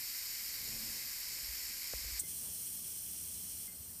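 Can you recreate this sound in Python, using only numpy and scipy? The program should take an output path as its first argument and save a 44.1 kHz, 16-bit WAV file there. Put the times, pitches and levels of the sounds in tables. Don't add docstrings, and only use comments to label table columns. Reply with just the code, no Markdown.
import sys
import numpy as np
from scipy import signal
from scipy.fft import rfft, irfft, next_fast_len
from scipy.io import wavfile
from scipy.ndimage import uniform_filter1d, map_coordinates

SR = 44100
rng = np.random.default_rng(int(sys.argv[2]) if len(sys.argv) > 2 else 0)


def log_audio(samples):
    frames = np.atleast_2d(samples).T
    limited = np.clip(frames, -1, 1)
    pcm = np.round(limited * 32767).astype(np.int16)
    wavfile.write(sys.argv[1], SR, pcm)


N = 176400

# frequency_hz, density_db
FIRST_JET = [(100, -80), (400, -41), (820, -24.5), (950, -19.0), (1420, -18), (1640, -11), (1770, -12.5),
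             (2110, -5), (2580, -9), (2710, -13.5), (3100, -11.5), (3570, -17.0), (3700, -11), (4010, -8),
             (4090, -8.5), (4740, 0), (4870, -3.5), (5170, 0), (5470, -1.5), (5810, -7), (6500, -8.5),
             (7020, -2.5), (7450, -6.5), (7880, -5.5), (8700, -6.5), (9040, -10), (9520, -6.5),
             (10030, -7.5), (10470, -18), (10770, -7), (11110, -17), (11240, -10), (11580, -6),
             (11670, -6.5), (12360, 0.5), (12920, -3.0), (13390, -14), (13610, -9), (13780, -8.5),
             (14170, -4), (14940, -9.5), (15120, -15.5)]
SPIT_JET = [(880, -56), (1500, -25), (3270, -22.5), (4810, -24), (5350, -12), (8410, 2), (12100, -11),
            (15000, -3.5)]
OPEN_JET = [(187, -82), (750, -43), (1510, -28), (2020, -22.5), (2370, -18), (2670, -19), (3140, -11.5),
            (3490, -15), (3620, -20), (3790, -21.5), (3880, -20), (4050, -13), (4350, -12), (4440, -15.5),
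            (4610, -13.5), (4780, -14.5), (5080, -11.0), (5810, -5), (6070, -8.5), (7240, -10.5),
            (7360, -7), (7490, -9.5), (8660, 1), (9130, 0.0), (9430, -8), (9780, -2), (10290, -3.5),
            (10420, -7.5), (11370, -4.5), (11710, -7.5), (12060, -13), (12320, -13), (12920, -2),
            (13350, -10.0), (13910, -2), (14380, 0), (14940, -5.5), (15120, -13.5)]
THROTTLED_JET = [(237, -80), (950, -42), (1950, -20.5), (2530, -18), (3220, -12), (3790, -20.5),
                 (4250, -10.5), (4590, -14.5), (5860, -6), (6200, -13), (7460, -9.5), (8730, 1.5),
                 (9070, 2), (9420, -10), (9760, -2), (10450, -7), (11480, -4.5), (12060, -9.0), (12980, -2),
                 (13440, -5), (13780, 1), (15040, -5.5)]
# frequency_hz, density_db
FIRST_ROOM = [(15, -32), (25, -2.5), (49, 0.5), (160, -10), (204, -8.5), (325, -11), (413, -16),
              (472, -13.5), (900, -21), (1170, -28), (1980, -120)]
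SECOND_ROOM = [(15, -67), (25, -26), (50, -7), (86, 1), (125, -11.5), (167, -4), (329, -16), (400, -15.5),
               (496, -20.5), (1800, -27), (2340, -60), (3960, -120)]
# pitch_hz, width_hz, relative_db
HUM_PARTIALS = [(138.2, 16, -0.5), (224, 9.5, 2), (294, 60, -10)]
# start_s, level_db
HAND_BUMPS = [(1.429, -49), (1.485, -43), (1.941, -40), (2.012, -48), (2.052, -39), (2.12, -39)]
# start_s, level_db, cutoff_hz
HAND_CLICKS = [(1.9353, -37, 1400), (2.047, -54, 1500), (2.214, -51, 300), (2.233, -48.5, 400)]
# pitch_hz, relative_db, t60_s
CASE_MODES = [(129, -8, 0.045), (520, 1, 0.017), (1120, -5, 0.018)]
# time_s, level_db
OPEN_FLOW = [(2.2, -44), (2.216, -42.5), (2.228, -47), (2.255, -45), (2.285, -42.5), (2.9, -43),
             (3.67, -44)]
# start_s, level_db
VALVE_PINGS = [(2.214, -63), (2.236, -54.5), (3.677, -55.5)]
# pitch_hz, relative_db, t60_s
VALVE_MODES = [(2089, -1, 0.22), (1610, -20, 0.37)]
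# frequency_hz, density_db
GRIP_SPECTRUM = [(50, -25), (170, -3), (350, -12), (900, -16), (2500, -23)]

CHANGE_S, CHANGE_FADE_S = 2.192, 0.012
OPEN_S, OPEN_ATTACK_S = 2.1905, 0.007


def amp(db):
    return 10 ** (np.asarray(db) / 20)


def unit(x):
    return x / np.sqrt(np.mean(x ** 2) + 1e-20)


def clock():
    return np.arange(N) / SR


def ramp(start_s, length_s):
    return np.clip((clock() - start_s) / length_s, 0, 1)


def swell(start_s, attack_s, hold_s, release_s):
    return ramp(start_s, attack_s) * (1 - ramp(start_s + attack_s + hold_s, release_s))


def wobble(rate_hz):
    return map_coordinates(rng.standard_normal(int(N * rate_hz / SR) + 4), [clock() * rate_hz])


def filtered(x, response):
    size = next_fast_len(N + SR // 2)
    return irfft(rfft(x, size) * response(np.fft.rfftfreq(size, 1 / SR)), size)[..., :N]


def coloured(x, spectrum):
    points_hz, db = np.transpose(spectrum)
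    return unit(filtered(x, lambda hz: amp(np.interp(np.log(hz + 1), np.log(points_hz + 1), db))))


def damped_mode(start_s, hz, t60_s, attack_s):
    t = np.maximum(clock() - start_s, 0)
    return np.sin(2 * np.pi * hz * t) * np.exp(-np.log(1000) * t / t60_s) * (1 - np.exp(-t / attack_s))


def jet(spectrum, patchy_db, flutter_db, sizzle_db):
    cells = signal.stft(rng.standard_normal(N), nperseg=256)[2]
    patches = uniform_filter1d(rng.standard_normal(cells.shape), size=9, axis=0)
    patches = uniform_filter1d(patches, size=18, axis=1)
    air = signal.istft(cells * amp(patchy_db * unit(patches)), nperseg=256)[1][:N]
    modulation_db = flutter_db * wobble(rate_hz=40) + sizzle_db * wobble(rate_hz=1500)
    return coloured(air * amp(modulation_db), spectrum)


def first_valve(treble_hz=8300, sag_db_per_s=0.6):
    air = jet(FIRST_JET, patchy_db=0.5, flutter_db=0.23, sizzle_db=0.83)
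    treble = filtered(air, lambda hz: 1 - 1 / (1 + (hz / treble_hz) ** 10))
    sag = amp(-sag_db_per_s * (clock() - CHANGE_S / 2))
    return amp(-42) * (air - treble + sag * treble) * (1 - ramp(CHANGE_S, CHANGE_FADE_S))


def room_tone():
    first = amp(-64 + 2.1 * wobble(rate_hz=7.67)) * coloured(rng.standard_normal(N), FIRST_ROOM)
    second = amp(-60.5) * coloured(rng.standard_normal(N), SECOND_ROOM)
    change = ramp(CHANGE_S, CHANGE_FADE_S)
    return (1 - change) * first + change * second


def hum():
    tone = 0
    for hz, width_hz, db in HUM_PARTIALS:
        pitch_hz = hz + width_hz / 2 * wobble(rate_hz=30.26)
        tone += amp(db) * np.sin(2 * np.pi * np.cumsum(pitch_hz) / SR)
    rub = coloured(rng.standard_normal(N), FIRST_ROOM)
    envelope = swell(start_s=0.587, attack_s=0.095, hold_s=0.16, release_s=0.2)
    return (amp(-61) * unit(tone) + amp(-58.5) * rub) * envelope


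def camera_bumps():
    return sum(amp(db) * damped_mode(start_s, hz=55.6, t60_s=0.22, attack_s=0.0063)
               for start_s, db in HAND_BUMPS)


def camera_clicks(burst_t60_s=0.014):
    out = np.zeros(N)
    t = np.arange(SR // 20) / SR
    for start_s, db, cutoff_hz in HAND_CLICKS:
        burst = rng.standard_normal(len(t)) * np.exp(-np.log(1000) * t / burst_t60_s)
        click = signal.sosfilt(signal.butter(6, cutoff_hz, fs=SR, output="sos"), burst)
        out[round(start_s * SR):][:len(t)] += amp(db) * click / np.abs(click).max()
        for hz, mode_db, t60_s in CASE_MODES:
            excitation = amp(db + mode_db) / (1 + (hz / cutoff_hz) ** 10)
            out += excitation * damped_mode(start_s, hz, t60_s, attack_s=0.0003)
    return out


def spit():
    air = jet(SPIT_JET, patchy_db=0.5, flutter_db=2.2, sizzle_db=3.0)
    return amp(-31.5) * air * swell(OPEN_S, OPEN_ATTACK_S, hold_s=0.008, release_s=0.007)


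def second_valve():
    flow = amp(np.interp(clock(), *np.transpose(OPEN_FLOW))) * ramp(OPEN_S, OPEN_ATTACK_S)
    wide = flow * jet(OPEN_JET, patchy_db=0.35, flutter_db=0.34, sizzle_db=-0.05)
    eased = amp(-46.5) * jet(THROTTLED_JET, patchy_db=0.9, flutter_db=0.2, sizzle_db=0.5)
    turn = ramp(start_s=3.668, length_s=0.012)
    return np.sqrt(1 - turn) * wide + np.sqrt(turn) * eased


def valve_pings():
    return sum(amp(db + mode_db) * damped_mode(start_s, hz, t60_s, attack_s=0.0014)
               for start_s, db in VALVE_PINGS for hz, mode_db, t60_s in VALVE_MODES)


def grip_rustle():
    rustle = amp(-59.5) * coloured(rng.standard_normal(N), GRIP_SPECTRUM)
    return rustle * swell(start_s=2.4, attack_s=0.023, hold_s=0.045, release_s=0.092)


def scene():
    mono = first_valve() + room_tone() + hum() + camera_bumps() + camera_clicks()
    mono += spit() + second_valve() + valve_pings() + grip_rustle()
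    return np.array([mono, mono])


def record(dry):
    return filtered(dry, lambda hz: hz < 15170)


dry = scene()
out = record(dry)
log_audio(out)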